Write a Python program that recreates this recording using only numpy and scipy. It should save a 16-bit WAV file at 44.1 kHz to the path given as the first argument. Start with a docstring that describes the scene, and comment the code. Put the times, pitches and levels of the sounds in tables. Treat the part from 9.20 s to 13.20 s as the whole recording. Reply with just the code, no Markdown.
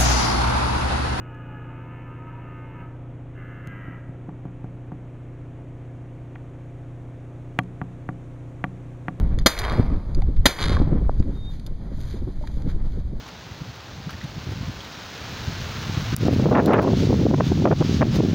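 """Two shotgun blasts from a small boat on open water, heard just behind the shooter.
Each blast overloads the microphone, rings the hull and ducks the limiter; the report rolls away
over the waves and pellets patter on the water. Wind buffets the microphone throughout.
Underneath sit ripples and plops, the gun's steel clicks, dry ticks, a rustling jacket
and one thin whistle, like a shorebird."""
import sys
import numpy as np
from scipy import signal
from scipy.fft import rfft, irfft
from scipy.io import wavfile
from scipy.ndimage import uniform_filter1d, minimum_filter1d

SR = 44100
rng = np.random.default_rng(int(sys.argv[2]) if len(sys.argv) > 2 else 0)


def output_pcm(signal):
    """Save a mono or channel-first signal as 16-bit PCM at the path in sys.argv[1].

    Samples are clipped to [-1, 1] before scaling.
    """
    pcm = np.clip(np.atleast_2d(signal).T, -1, 1) * 32767
    wavfile.write(sys.argv[1], SR, np.round(pcm).astype(np.int16))


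N = 176400
T = np.arange(N) / SR
FREQS = np.arange(N // 2 + 1) * SR / N

# fader moves of the wind on the microphone: t/s, rumble level/dB, flutter level/dB
WIND_FADERS = [(0, -22, -28.5), (.2, -23.5, -38), (.45, -25, -50), (.56, -31.5, -28), (0.742, -20, -37.5),
               (.84, -33, -42.5), (1.001, -20, -37.5), (1.2, -28, -46), (1.45, -20, -29.5),
               (1.749, -24, -33), (1.93, -25, -40), (2.102, -24.5, -40), (2.2, -33.5, -40),
               (2.45, -33, -42.5), (2.699, -33, -40.5), (3.05, -29, -41), (3.25, -32.5, -42),
               (3.549, -28, -36.5), (3.701, -27.5, -42), (4.0, -30.5, -44.5)]
# low end of the wind: f/Hz, level/dB
RUMBLE_EQ = [(10, -4.5), (20, 3.5), (32, -2.5), (55, -4), (100, -10.5), (160, -20), (250, -30),
             (500, -45.5), (4000, -110)]
# low mids of the wind: f/Hz, level/dB
FLUTTER_EQ = [(60, -16), (150, 3.5), (250, -4), (400, -14), (700, -20), (1400, -29.5), (3000, -39),
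              (15000, -98.5)]
# deep surges of air: t/s, level/dB, half-width/s
AIR_SURGES = [(.03, -23, 0.011), (.53, -9.5, 0.013), (1.61, -15.5, 0.0087), (1.19, -17.5, 0.019),
              (2.0, -8, 0.0078), (3.372, -13.5, 0.0066), (3.55, -15.5, 0.0072)]
# sudden shoves of wind: t/s, level/dB, half-width/s
WIND_BUFFETS = [(0.181, -21.5, 0.0051), (0.597, -7, 0.0062), (0.724, -21.5, 0.016), (0.983, -19.5, 0.0071),
                (1.095, -19, 0.0072), (1.517, -19.5, 0.0098), (1.622, -14.5, 0.0038),
                (1.724, -15.5, 0.0076), (1.758, -16.5, 0.0076), (1.822, -19, 0.007), (2.003, -21, 0.0048),
                (2.081, -22, 0.028), (2.517, -30, 0.0066), (2.721, -22.5, 0.0057), (2.944, -24, 0.0037),
                (3.023, -28, 0.0075), (3.08, -18.5, 0.0066), (3.371, -30, 0.0061), (3.469, -20.5, 0.014),
                (3.558, -29.5, 0.015), (3.778, -25, 0.0088), (3.935, -30.5, 0.014)]
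# dull body of a buffet: f/Hz, level/dB
BUFFET_EQ = [(25, -10), (90, 4.5), (200, 3), (350, -2), (550, -15), (900, -40.5), (2000, -46.5),
             (15000, -93.5)]
# eddies snapping across the microphone port: t/s, level/dB
PORT_EDDIES = [(0.596, -4), (1.499, -1.5), (1.518, -2.5), (1.6014, -1.5), (1.617, -1), (1.676, -7.5),
               (1.719, -9.5), (1.731, -4.5), (1.745, -16), (1.815, -16.5), (2.004, -8.5), (3.077, -15)]
# fizz of the ripples: f/Hz, level/dB
RIPPLE_EQ = [(200, -15.5), (700, -8.5), (2000, 0), (4300, 2.5), (7000, -8.5), (10000, -11.5),
             (15000, -24)]
# clicks of the gun's action: t/s, level/dB
ACTION_CLICKS = [(0.1881, -50), (0.1965, -43), (.9482, -37.5), (1.998, -49)]
# modes of its steel parts: f/Hz, level/dB, t60/s
STEEL_MODES = [(2540, -7, .025), (4460, -0.5, .022), (4760, 7.5, 0.013), (6440, -3, 0.02),
               (9800, -17.5, 0.0093)]
# sharp ticks and clacks: t/s, level/dB, tilt/(dB/octave), decay/s
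DRY_TICKS = [(0.188, -28, 7.5, 0.0022), (.389, -14, 11, 0.0069), (0.949, -42, 10, 0.0023),
             (1.0196, -33, 1.5, 0.0029), (1.164, -45, -1.5, 0.011), (2.0255, -39.5, -2.5, 0.0035),
             (2.397, -45, 10, 0.0035), (2.4643, -37, 11.5, 0.005), (2.813, -40, 10, .002),
             (3.273, -32, 3.5, 0.0032), (3.4221, -25.5, 3.5, 0.00012)]
# bite of a tick or a pellet slap: f/Hz, level/dB
CRACK_EQ = [(200, -23), (1000, 6), (2200, 8), (4300, 1), (7000, -17), (11000, -25.5), (15000, -34.5)]
# moves of the jacket: t/s, level/dB, half-width/s, tilt/(dB/octave)
JACKET_RUSTLES = [(0.216, -48, 0.014, -9.5), (2.092, -63, 0.27, -1), (2.341, -56, 0.035, -1.5),
                  (2.839, -54.5, 0.11, -0.5), (2.939, -54, 0.07, -3.5), (3.293, -58.5, 0.17, -1),
                  (3.501, -45, 0.022, -7.5), (3.72, -59, 0.096, -2.5)]
# rubbing cloth: f/Hz, level/dB
CLOTH_EQ = [(300, -21), (1500, 3), (4300, 4.5), (7000, -2), (10000, -9.5), (15000, -11)]
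# the shots: t/s, level/dB, overload hold/s, tilt/(dB/octave), echo level/dB, echo length/factor
GUNSHOTS = [(0.2604, 9.5, 0.0088, 0, 0, 1.015), (1.2559, 12.5, 0.0094, -0.5, -.5, 0.87)]
# muzzle blast: f/Hz, level/dB
MUZZLE_EQ = [(40, 3), (120, -0.5), (250, -5), (550, -5), (800, -8.5), (2000, -6), (4300, -6.5), (6500, -13),
             (10000, -18.5), (15000, -19.5)]
# hull and gear ringing under the blast: f/Hz, level/dB, t60/s
HULL_MODES = [(261, -4, 0.044), (558, -3, 0.021), (1012, -7, .04), (1825, -23, .05), (2100, -20.5, 0.047),
              (3480, -25, 0.034), (4540, -21, .09)]
# bands of the report rolling back over the water: f/Hz, level/dB, t60/s
ECHO_BANDS = [(247, -35, 1.7), (460, -26, 1.48), (938, -23, 1.13), (2000, -18.5, 0.76), (4000, -28, 0.86),
              (7000, -35.5, 0.72), (12000, -39.5, 0.72)]
# strings of shot landing on the water: t/s, level/dB, tilt/(dB/octave), hold/s
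PELLET_SHOWERS = [(0.418, -29.5, -6.5, 0.1), (1.396, -21, 3.5, 0.031), (1.475, -38, -4.5, 0.06)]
# patter of the pellets: f/Hz, level/dB
PELLET_EQ = [(300, -14.5), (1200, 2.5), (2200, -3.5), (4000, -3), (6000, -17), (10000, -27.5), (15000, -52)]
# loud single slaps of shot on the water: t/s, level/dB
PELLET_SLAPS = [(.3778, -15), (0.418, -23), (0.44, -23), (0.4494, -16), (.498, -24), (0.525, -30),
                (0.5739, -32.5), (1.388, -14), (1.3939, -15.5), (1.399, -16), (1.4175, -16), (1.422, -17),
                (1.4435, -19), (1.461, -19.5), (1.508, -37), (1.54, -32)]
# water plops by the hull: t/s, level/dB, f/Hz, t60/s
WATER_PLOPS = [(1.5674, -14, 1096, 0.019), (1.568, -11.5, 1560, 0.008), (1.894, -6, 686, 0.0059),
               (1.021, -31, 780, 0.06), (3.211, -34.5, 600, 0.085), (3.238, -32.5, 905, 0.043)]
# contour of the whistle: t/s, f/Hz, level/dB
WHISTLE_CONTOUR = [(2.125, 3715, -73), (2.15, 3720, -60), (2.239, 3666, -52.5), (2.287, 3693, -46.5),
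                   (2.314, 3640, -54.5), (2.335, 3680, -65)]
# notches of the microphone housing, and one narrow lift in the high treble: f/Hz, half-width/Hz, gain/dB
TREBLE_EQ = [(2733, 294, -13.5), (5490, 330, -16), (7926, 450, -25), (10900, 170, -12.5), (11550, 220, 3.5),
             (13150, 450, -11)]


def amp(db):
    """Decibels to gain."""
    return 10 ** (np.asarray(db) / 20)


def unit(x):
    """Scale to rms 1."""
    return x / np.sqrt(np.mean(x ** 2))


def colour(x, eq, tilt_db=0):
    """Shape x with an EQ curve of (f/Hz, level/dB) points, tilted per octave; rms 1."""
    hz, db = np.array(eq, float).T
    curve_db = np.interp(np.log2(FREQS + 1), np.log2(hz), db + tilt_db * np.log2(hz))
    return unit(irfft(rfft(x) * amp(curve_db), N))


def noise(eq, tilt_db=0):
    """Noise through an EQ curve; rms 1."""
    return colour(rng.standard_normal(N), eq, tilt_db)


def wobble(rate_hz):
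    """Modulator that glides between random values; rms 1."""
    step = int(SR / rate_hz)
    stairs = np.repeat(rng.standard_normal(N)[:N // step + 1], step)
    return unit(uniform_filter1d(stairs, step)[:N])


def grains(per_s):
    """Random clicks of random size."""
    return (rng.random(N) < per_s / SR) * rng.standard_normal(N)


def rise(start, rise_s):
    """Soft attack from 0 to 1."""
    return 1 - np.exp(-np.maximum(T - start, 0) / rise_s)


def fall(start, decay_s, hold_s=0):
    """Hard attack, hold, exponential decay."""
    return (T >= start) * np.exp(-np.clip((T - start - hold_s) / decay_s, 0, 50))


def swell(at, width_s):
    """Bell-shaped fade in and out."""
    return np.exp(-np.minimum(((T - at) / width_s) ** 2, 20))


def cusp(at, width_s):
    """A pointed peak that falls away on both sides."""
    return np.exp(-np.minimum(abs(T - at) / width_s, 20))


def ring(start, hz, t60):
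    """One struck mode."""
    return fall(start, t60 / np.log(1000)) * np.sin(2 * np.pi * hz * (T - start))


def crack(start, tilt_db, decay_s):
    """A short, dry snap of noise."""
    return noise(CRACK_EQ, tilt_db) * fall(start, decay_s)


def wind(rumble_trim_db=4.5, flutter_trim_db=1.5, swing_db=3.5):
    """Air pushes on the microphone: deep surging rumble, restless flutter and sudden buffets."""
    times, rumble_db, flutter_db = np.array(WIND_FADERS).T
    surges = sum(amp(db) * swell(at, width) for at, db, width in AIR_SURGES)
    rumble = noise(RUMBLE_EQ) * (amp(np.interp(T, times, rumble_db) + rumble_trim_db) + surges)
    flutter = noise(FLUTTER_EQ) * amp(np.interp(T, times, flutter_db) + flutter_trim_db)
    flutter *= amp(swing_db * np.tanh(wobble(45)))
    buffets = sum(amp(db) * cusp(at, width) for at, db, width in WIND_BUFFETS)
    return rumble + flutter + noise(BUFFET_EQ) * buffets


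def ripples(level_db=-63.5, side_db=-8.5):
    """A faint, shimmering bed of water: one centre layer, plus a quieter one for each port."""
    lapping = amp(level_db + wobble(19))
    sides = np.array([noise(RIPPLE_EQ) for _ in range(2)])
    return (noise(RIPPLE_EQ) + amp(side_db) * sides) * lapping


def ticks():
    """Scattered dry ticks and clacks, most of them bright."""
    return sum(amp(db) * crack(at, tilt, decay) for at, db, tilt, decay in DRY_TICKS)


def gun_action():
    """Small steel parts snap and ring briefly."""
    return sum(amp(db + mode_db) * ring(at, hz, t60)
               for at, db in ACTION_CLICKS for hz, mode_db, t60 in STEEL_MODES)


def jacket(side_db=-8.5):
    """Threads catch and slip in scratchy swells; a softer hiss at each port adds width."""
    threads = (rng.standard_normal(N) + unit(grains(per_s=450))) * amp(2 * wobble(70))
    sides = amp(side_db) * np.array([noise(CLOTH_EQ) for _ in range(2)])
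    return sum(amp(db) * swell(at, width) * (colour(threads, CLOTH_EQ, tilt) + sides)
               for at, db, width, tilt in JACKET_RUSTLES)


def blasts(drive=0.99, thump_db=-12.5, thump_s=0.0049, scatter_db=-13.5):
    """A pressure thump, a saturated burst of shock and near reflections, short scatter, hull ring."""
    out = 0
    for start, db, hold, tilt, _, _ in GUNSHOTS:
        thump = amp(thump_db) * fall(start, thump_s) * (1 - (T - start) / thump_s)
        shock = noise(MUZZLE_EQ, tilt) * fall(start, decay_s=0.0046, hold_s=hold)
        burst = np.tanh(drive * shock) / drive
        scatter = amp(scatter_db) * noise(MUZZLE_EQ, tilt) * fall(start, decay_s=0.037)
        hull = sum(amp(mode_db) * ring(start, hz, t60) for hz, mode_db, t60 in HULL_MODES)
        out += amp(db) * (thump + (burst + scatter + hull) * rise(start, rise_s=0.0013))
    return out


def rolling_echo(predelay_s=0.02, attack_s=0.039):
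    """Waves scatter the report back from ever farther away, in gritty clumps; the treble dies first."""
    out = 0
    for hz, db, t60 in ECHO_BANDS:
        band = noise([(hz / 4, -60), (hz / 1.35, 0), (hz * 1.35, 0), (hz * 2.4, -60)])
        decay_s = t60 / np.log(1000)
        tails = sum(amp(echo_db) * rise(at + predelay_s, attack_s) * fall(at, stretch * decay_s)
                    for at, _, _, _, echo_db, stretch in GUNSHOTS)
        out += amp(db) * band * tails
    grit_db = 0.82 * wobble(60) + 2 * wobble(400)
    return out * amp(grit_db)


def pellets(attack_s=0.013, decay_s=0.051):
    """The string of shot patters on the water, a few slaps far louder than the rest."""
    hits = grains(per_s=650)
    patter = sum(amp(db) * colour(hits, PELLET_EQ, tilt) * rise(at, attack_s) * fall(at, decay_s, hold)
                 for at, db, tilt, hold in PELLET_SHOWERS)
    slaps = sum(amp(db) * crack(at, tilt_db=2.1, decay_s=0.0022) for at, db in PELLET_SLAPS)
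    return patter + slaps


def eddies(width_s=0.001, spread=4):
    """Eddies pop across the microphone port: a sharp suction inside a wider, softer rebound."""
    pops = sum(amp(db) * (cusp(at, width_s * spread) / spread - cusp(at, width_s))
               for at, db in PORT_EDDIES)
    return uniform_filter1d(pops, size=16)


def plops(high_cut_hz=1540):
    """Water plops by the hull: short pitched rings with the top rolled off."""
    rings = sum(amp(db) * ring(at, hz, t60) for at, db, hz, t60 in WATER_PLOPS)
    return signal.sosfilt(signal.butter(8, high_cut_hz, fs=SR, output="sos"), rings)


def whistle():
    """One thin note, nearly level in pitch, that swells and breaks off."""
    times, hz, db = np.array(WHISTLE_CONTOUR).T
    pitch = np.interp(T, times, hz) * (1 + 0.002 * wobble(120))
    envelope = amp(np.interp(T, times, db)) * (T > times[0]) * (T < times[-1])
    return np.sqrt(2) * np.sin(2 * np.pi * np.cumsum(pitch) / SR) * envelope


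def scene(port_lag_s=0.00002):
    """Sound from ahead reaches the right port just before the left; the wind sits dead centre."""
    ahead = blasts() + rolling_echo() + pellets() + gun_action() + ticks() + plops() + whistle()
    late = irfft(rfft(ahead) * np.exp(-2j * np.pi * FREQS * port_lag_s), N)
    return np.array([late, ahead]) + wind() + eddies() + ripples() + jacket()


def treble_eq(x):
    """The microphone housing carves a row of notches; one narrow band of high treble is lifted."""
    curve_db = sum(db * np.exp(-((FREQS - hz) / width) ** 2) for hz, width, db in TREBLE_EQ)
    cepstrum = irfft(np.log(amp(curve_db)), N)
    cepstrum[1:N // 2] *= 2  # fold to minimum phase: no pre-ring ahead of the transients
    cepstrum[N // 2 + 1:] = 0
    return irfft(rfft(x) * np.exp(rfft(cepstrum)), N)


def limiter(x, threshold_db=-8, hold_s=0.094, release_s=0.075):
    """The gain ducks at once under a loud sound, holds, then recovers."""
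    power = uniform_filter1d(np.mean(x ** 2, axis=0), size=400)
    duck_db = np.minimum(threshold_db - 10 * np.log10(np.maximum(power, 1e-12)), 0)
    half = int(hold_s * SR / 2)
    held_db = minimum_filter1d(duck_db, 2 * half + 1, origin=half, mode="nearest")
    pole = np.exp(-1 / (release_s * SR))
    released_db = signal.lfilter([1 - pole], [1, -pole], held_db)
    return x * amp(np.minimum(held_db, released_db))


def record(dry, ceiling=0.97, high_cut_hz=15000):
    """The output chain: treble EQ, limiter, soft clip near full scale and a steep high cut."""
    limited = limiter(treble_eq(dry))
    clipped = limited / (1 + (limited / ceiling) ** 6) ** (1 / 6)
    return signal.sosfilt(signal.ellip(8, .2, 80, high_cut_hz, fs=SR, output="sos"), clipped)


dry = scene()
out = record(dry)
output_pcm(out)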